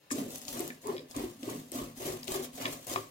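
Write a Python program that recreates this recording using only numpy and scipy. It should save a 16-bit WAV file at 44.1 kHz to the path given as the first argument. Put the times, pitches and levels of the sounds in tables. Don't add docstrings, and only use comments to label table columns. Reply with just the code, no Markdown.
import sys
import numpy as np
from scipy import signal
from scipy.fft import rfft, irfft
from scipy.io import wavfile
from scipy.ndimage import uniform_filter1d

SR = 44100
rng = np.random.default_rng(int(sys.argv[2]) if len(sys.argv) > 2 else 0)


def file_out(sig):
    cols = np.atleast_2d(sig).T
    lim = np.clip(cols, -1, 1)
    pcm = np.round(lim * 32767).astype(np.int16)
    wavfile.write(sys.argv[1], SR, pcm)


N = 136710
T = np.arange(N) / SR

# entry t/s, crest t/s, churn level/dB, churn f/Hz, thump level/dB, spatter level/dB,
# scrape level/dB, scrape fade/(dB/s)
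STROKES = [(0.108, 0.183, -33, 333, -56.5, -48.5, -46, 149), (0.524, 0.588, -37, 365, -58, -47, -47.5, 121),
           (0.833, 0.904, -35, 411.5, -59.5, -51, -57, 145.5),
           (1.142, 1.174, -35.5, 343.5, -53, -46, -51, 83),
           (1.426, 1.493, -36.5, 316, -54.5, -49, -51.5, 71),
           (1.717, 1.776, -39, 339, -54.5, -48, -47, 148), (2, 2.066, -39.5, 346, -55.5, -44, -45, 111),
           (2.27, 2.343, -39.5, 372, -57.5, -44, -42.5, 191),
           (2.576, 2.633, -37.5, 360.5, -56, -42.5, -49.5, 48),
           (2.865, 2.92, -42, 371, -59, -45.5, -43.5, 162)]
ENTRY_S, CREST_S, CHURN_DB, CHURN_HZ, THUMP_DB, SPATTER_DB, SCRAPE_DB, SCRAPE_FADE = np.transpose(STROKES)


def from_db(db):
    return 10 ** (np.asarray(db) / 20)


def rms_one(x):
    return x / np.sqrt(np.mean(x ** 2) + 1e-20)


def evened(x, window_s):
    power = np.abs(uniform_filter1d(x ** 2, int(window_s * SR)))
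    return x / np.sqrt(power + 1e-12)


def coloured(x, points):
    size = 4096
    hz, db = np.transpose(points)
    bin_hz = np.arange(size // 2 + 1) * SR / size
    wanted_db = np.interp(np.log(bin_hz + 1), np.log(hz), db)
    cepstrum = irfft(np.log(from_db(wanted_db)))[:size // 2]
    cepstrum[1:] *= 2
    impulse = irfft(np.exp(rfft(cepstrum, size)))
    return signal.fftconvolve(x, impulse)[:N]


def resonated(x, hz, q):
    b, a = signal.iirpeak(hz, q, fs=SR)
    return signal.lfilter(b, a, x)


def ring(x, hz, t60_s):
    radius = from_db(-60 / (t60_s * SR))
    angle = 2 * np.pi * hz / SR
    a = [1, -2 * radius * np.cos(angle), radius ** 2]
    return signal.lfilter([0, np.sin(angle)], a, x + 1e-18)


def dying(t, t60_s):
    return (t >= 0) * from_db(-60 * np.clip(t / t60_s, 0, 4))


def grains(per_s, spread_db):
    sizes = from_db(spread_db * np.minimum(rng.exponential(1, N), 4))
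    return sizes * rng.choice([-1, 1], N) * (rng.random(N) < per_s / SR)


def strike(s, db):
    return from_db(db) * (np.arange(N) == int(s * SR))


def swell(entry_s, crest_s, hold_s, fade_db_per_s):
    bite = np.clip((T - entry_s) / 0.0022, 0, 1)
    to_crest = np.clip((crest_s - T) / (crest_s - entry_s), 0, 1)
    past_hold_s = np.maximum(T - crest_s - hold_s, 0)
    return bite * from_db(-6.5 * to_crest - fade_db_per_s * past_hold_s)


def stroke_force(levels_db, hold_s, fades_db_per_s):
    fades = np.broadcast_to(fades_db_per_s, len(STROKES))
    strokes = zip(ENTRY_S, CREST_S, levels_db, fades)
    return sum(from_db(db) * swell(entry, crest, hold_s, fade) for entry, crest, db, fade in strokes)


def scrape():
    # f/Hz, density level/dB
    slip_spectrum = [(700, 3.5), (1400, -6.5), (2400, -5.5), (3300, -0.5), (4200, -3), (5500, -1.5),
                     (7000, 2.5), (8500, -1.5), (12000, 0), (15500, -1.5)]
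    clump_db, clump_s = 1.74, 0.011
    force = np.hypot(stroke_force(SCRAPE_DB, 0, SCRAPE_FADE), dragging())
    clicks = evened(coloured(grains(per_s=4000, spread_db=4.5), slip_spectrum), window_s=0.035)
    catches = from_db(-8.5) * rms_one(coloured(grains(per_s=160, spread_db=1), slip_spectrum))
    clumps = rms_one(uniform_filter1d(rng.standard_normal(N), int(clump_s * SR) + 1))
    return force * from_db(clump_db * clumps) * (clicks + catches)


def dragging():
    # t/s, length/s, level/dB
    drag_events = [(0.294, 0.087, -49), (0.4, 0.057, -52.5), (0.474, 0.086, -47.5), (0.62, 0.086, -55),
                   (0.822, 0.015, -57.5), (1.092, 0.039, -56.5), (1.404, 0.017, -54.5),
                   (1.965, 0.05, -50.5), (2.24, 0.023, -51.5), (2.424, 0.03, -44.5), (2.531, 0.086, -54),
                   (2.713, 0.025, -46.5)]
    edge_s = 0.043
    force = 0
    for s, length_s, db in drag_events:
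        inside_s = np.minimum(T - s, s + length_s - T)
        force = force + from_db(db) * np.clip(inside_s / edge_s + 0.5, 0, 1)
    return force


def churn():
    bubbles_per_s, spread_oct, cycles = 200, 0.687, 20
    swirl_db, swirl_hz, swirl_per_drag = -52.5, 265.8, 0.23
    draws = rng.random((2000, 3))
    starts_s = np.cumsum(2 * draws[:, 0]) / bubbles_per_s
    t = T[:SR // 8]
    bubbles = np.zeros(N + SR)
    for s, (_, detune, sign) in zip(starts_s, draws):
        if s < T[-1]:
            hz = np.interp(s, CREST_S, CHURN_HZ) * 2 ** (spread_oct * (2 * detune - 1))
            bubbles[int(s * SR):][:len(t)] += (2 * sign - 1) * bubble(t, hz, cycles / hz, rise_per_s=2.1)
    bubbles = bubbles[:N]
    force = stroke_force(CHURN_DB, hold_s=0.059, fades_db_per_s=165)
    beating = (T > ENTRY_S[0]) * (T < CREST_S[-1])
    swirl_force = from_db(swirl_db) * beating + swirl_per_drag * dragging()
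    swirl = rms_one(ring(bubbles, swirl_hz, cycles / swirl_hz))
    return force * evened(bubbles, window_s=0.043) + swirl_force * swirl


def bubble(t, hz, t60_s, rise_per_s):
    phase = 2 * np.pi * hz * t * (1 + rise_per_s * t / 2)
    return np.clip(t / 0.006, 0, 1) * dying(t, t60_s) * np.sin(phase)


def gulps():
    # t/s, f/Hz, level/dB
    gulp_events = [(0.114, 282.6, -24.5), (.146, 290, -30), (0.181, 276, -27.5), (0.569, 322, -35),
                   (.598, 337.2, -24.5), (.848, 416, -32.5), (0.885, 396, -24), (0.935, 364, -29),
                   (.985, 354, -56), (1.163, 291, -27.5), (1.235, 345, -28), (1.43, 301, -33),
                   (1.475, 311, -26.5), (1.719, 336, -37), (1.75, 274, -28.5), (1.812, 340.6, -31.5),
                   (1.997, 360, -39), (2.051, 318, -30.5), (2.072, 370, -27.5), (2.126, 364, -32.5),
                   (2.284, 366, -32.5), (2.349, 379, -27), (2.39, 369, -30.5), (2.659, 360, -34.5),
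                   (2.912, 320, -31.5), (2.968, 376, -31)]
    t60_s, rise_per_s = 0.1, 0.6
    overtone_ratio, overtone_db = 2.1, -19
    t = T[:SR // 4]
    out = np.zeros(N + SR)
    for s, hz, db in gulp_events:
        pocket = bubble(t, hz, t60_s, rise_per_s)
        overtone = from_db(overtone_db) * bubble(t, overtone_ratio * hz, t60_s, rise_per_s)
        out[int(s * SR):][:len(t)] += from_db(db) * (pocket + overtone)
    return out[:N]


def spatter():
    # f/Hz, density level/dB
    drop_spectrum = [(330, -14), (520, 5), (700, 2.5), (830, -10), (1100, -5.5), (1450, -11.5), (2000, -6),
                     (3200, -9.5), (5000, -13.5), (12000, -22.5)]
    force = stroke_force(SPATTER_DB, hold_s=0.015, fades_db_per_s=129)
    return force * evened(coloured(grains(per_s=1300, spread_db=2.0), drop_spectrum), window_s=0.052)


def slaps():
    # t/s, length/s, level/dB, f/Hz
    slap_events = [(0.57, 0.042, -55.5, 1080), (0.884, 0.04, -41, 1010), (0.896, 0.052, -55.5, 1740),
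                   (1.196, 0.075, -49, 1020), (1.488, 0.013, -40.5, 1004), (1.792, 0.053, -45.5, 1075),
                   (2.655, 0.046, -48, 1054)]
    q = 4.3
    pops, out = grains(per_s=980, spread_db=15.0), 0
    for s, length_s, db, hz in slap_events:
        wet = resonated(resonated(pops, hz, q), hz, q)
        envelope = np.exp(-2 * ((T - s) / length_s) ** 2)
        out = out + from_db(db) * envelope * evened(wet, window_s=0.017)
    return out


def thumps(ring_db):
    # f/Hz, density level/dB
    push_spectrum = [(18, -55), (52, -42), (78, -42), (105, 2), (130, 1.5), (160, 2), (200, -7), (350, -11),
                     (900, -18)]
    # f/Hz, level/dB re ring_db, T60/s
    worktop_modes = [(53, -12, .12), (110, -1, .16), (122, -2, .14), (154, 0, .35), (261, 3, .4),
                     (290, 2, .3)]
    force = stroke_force(THUMP_DB, hold_s=0.071, fades_db_per_s=154)
    push = force * evened(coloured(grains(per_s=610, spread_db=-4.5), push_spectrum), window_s=0.013)
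    boom = sum(from_db(db) * ring(push, hz, t60_s) for hz, db, t60_s in worktop_modes)
    return push + from_db(ring_db) * boom


def thuds():
    # t/s, level/dB
    shove_events = [(1.163, -40), (1.224, -41), (1.81, -39), (2.08, -43), (2.36, -56)]
    hz, t60_s, swell_s = 53.4, 0.18, 0.025
    out = 0
    for s, db in shove_events:
        t = T - s
        out = out + from_db(db) * np.clip(t / swell_s, 0, 1) * dying(t, t60_s) * np.sin(2 * np.pi * hz * t)
    return out


def ticks(level_db):
    # t/s, level/dB re level_db, f/Hz
    snap_events = [(.113, -23, 7800), (0.3578, -27, 8000), (0.382, -28.5, 10700), (.4165, -31, 8800),
                   (.452, -32.5, 5560), (0.482, -24, 5000), (0.53, -31, 8900), (.594, -23.5, 7300),
                   (0.605, -19.5, 11700), (0.6781, -24, 12300), (0.8704, -26.5, 9300),
                   (1.1112, -31.5, 6500), (1.1643, -23, 6950), (1.431, -32, 3180), (1.718, -24.5, 8360),
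                   (2.068, -27, 9000), (2.243, -31, 8000), (2.28, -24, 3620), (2.4334, -44, 7960),
                   (2.622, -24, 8000), (2.869, -25, 11600), (2.937, -22, 4740)]
    out = 0
    for s, db, hz in snap_events:
        crack = rms_one(resonated(rng.standard_normal(N), hz, q=1 / 0.48))
        out = out + from_db(db + level_db) * crack * dying(T - s, t60_s=0.0093)
    return out


def chirp():
    centre_s, length_s, level_db = 0.12, 0.015, -36.5
    slips = rms_one(resonated(grains(per_s=5600, spread_db=7.0), hz=7200, q=4.5))
    return from_db(level_db) * np.exp(-2 * ((T - centre_s) / length_s) ** 2) * slips


def clinks(level_db):
    # t/s, level/dB re level_db, centre f/Hz
    cage_strikes = [(0.106, -27, 1870), (0.703, -27.5, 1840), (0.966, -31, 3500), (0.98, -29, 3760),
                    (0.993, -34, 4070), (2.2314, -28, 5040), (2.6549, -15, 2750), (2.664, -25, 3020),
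                    (2.9595, -21.5, 2820)]
    # f/Hz, level/dB, T60/s
    cage_modes = [(1735, 3, 0.02), (2210, 4, 0.0079), (2370, -1.5, 0.028), (2477, -1, 0.016),
                  (2910, -5, 0.013), (3370, 2.5, 0.006), (3886, -5.5, 0.03), (4860, 1, 0.012),
                  (5440, -5, 0.013)]
    out = 0
    for k, (hz, mode_db, t60_s) in enumerate(cage_modes):
        hits = 0
        for s, db, centre_hz in cage_strikes:
            detuning = 1 + (2 * np.log2(hz / centre_hz)) ** 2
            hits = hits + strike(s, db + mode_db + level_db) / detuning
        out = out + (-1) ** k * ring(hits, hz, t60_s)
    return out


def bowl(drops):
    # t/s, level/dB
    knock_events = [(0.1125, -37), (1.148, -44), (2.659, -36.5), (2.96, -24)]
    # f/Hz, level/dB, T60/s
    wall_modes = [(735, -20, .13), (1092, -10, .11), (1130, 0, .03), (1165, -22, .4), (1200, -27, .3)]
    drive = sum(strike(s, db) for s, db in knock_events) + from_db(-35) * drops
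    return sum(from_db(db) * ring(drive, hz, t60_s) for hz, db, t60_s in wall_modes)


def kitchen_air():
    # f/Hz, density level/dB
    air_spectrum = [(20, -24), (55, -22), (110, 0), (260, 1), (500, -6.5), (1500, -12.5), (4500, -14),
                    (8000, -21), (16000, -16)]
    return rms_one(coloured(rng.standard_normal(N), air_spectrum))


def echoes(t60_s, dull_hz, count, length):
    t = T[:length]
    mid, side = rng.standard_normal((2, count, length))
    side = signal.sosfilt(signal.butter(2, 606, "high", fs=SR, output="sos"), side)
    ears = np.stack([mid + side, mid - side], axis=1)
    b, a = signal.butter(1, dull_hz, fs=SR)
    tail = signal.lfilter(b, a, ears) * dying(t - 0.0005, t60_s)
    return tail / np.sqrt(np.sum(tail ** 2) / (2 * count))


def bowl_echoes(x):
    step = int(0.021 * SR)
    patterns = echoes(t60_s=0.03, dull_hz=16700, count=160, length=SR // 32)
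    window = np.sqrt(np.hanning(2 * step))
    padded = np.pad(x, (step, 2 * step))
    out = np.zeros((2, N + SR))
    for i, pattern in zip(range(0, N + step, step), patterns):
        piece = signal.fftconvolve((padded[i:i + 2 * step] * window)[None], pattern, axes=1)
        out[:, i:i + piece.shape[1]] += piece
    return out[:, step:step + N]


def placed(x, left_db, lead_ms, room_db, bowl_db=None):
    left = x * from_db(left_db / 2)
    right = np.interp(T - lead_ms / 1000, T, x) * from_db(-left_db / 2)
    tail = echoes(t60_s=0.24, dull_hz=6600, count=1, length=SR // 3)[0]
    room = signal.fftconvolve(x[None], tail, axes=1)[:, :N]
    out = np.array([left, right]) + from_db(room_db) * room
    if bowl_db is not None:
        out = out + from_db(bowl_db) * bowl_echoes(x)
    return out


def scene():
    drops = spatter()
    spray = from_db(-3.0) * drops + from_db(-4.0) * slaps()
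    steel = clinks(level_db=-8) + bowl(drops)
    batter = from_db(-9) * churn() + gulps()
    boom = thumps(ring_db=-44.0) + thuds()
    mix = placed(from_db(-3) * scrape(), left_db=10.5, lead_ms=0.344, room_db=0.0, bowl_db=4.5)
    mix += placed(batter, left_db=-0.5, lead_ms=0.073, room_db=-3.5)
    mix += placed(spray, left_db=-2, lead_ms=0.446, room_db=-4.5, bowl_db=-3)
    mix += placed(boom, left_db=2.0, lead_ms=0.25, room_db=-47)
    mix += placed(ticks(level_db=-8) + chirp(), left_db=9.0, lead_ms=0.402, room_db=-8.0, bowl_db=-8.5)
    mix += placed(steel, left_db=4, lead_ms=0.3, room_db=-10, bowl_db=-8)
    mix += from_db(-70.5) * placed(kitchen_air(), left_db=6.5, lead_ms=0, room_db=5.5)
    return mix


def record(dry):
    return signal.sosfilt(signal.ellip(12, 0.1, 80, 15850, fs=SR, output="sos"), dry)


dry = scene()
out = record(dry)
file_out(out)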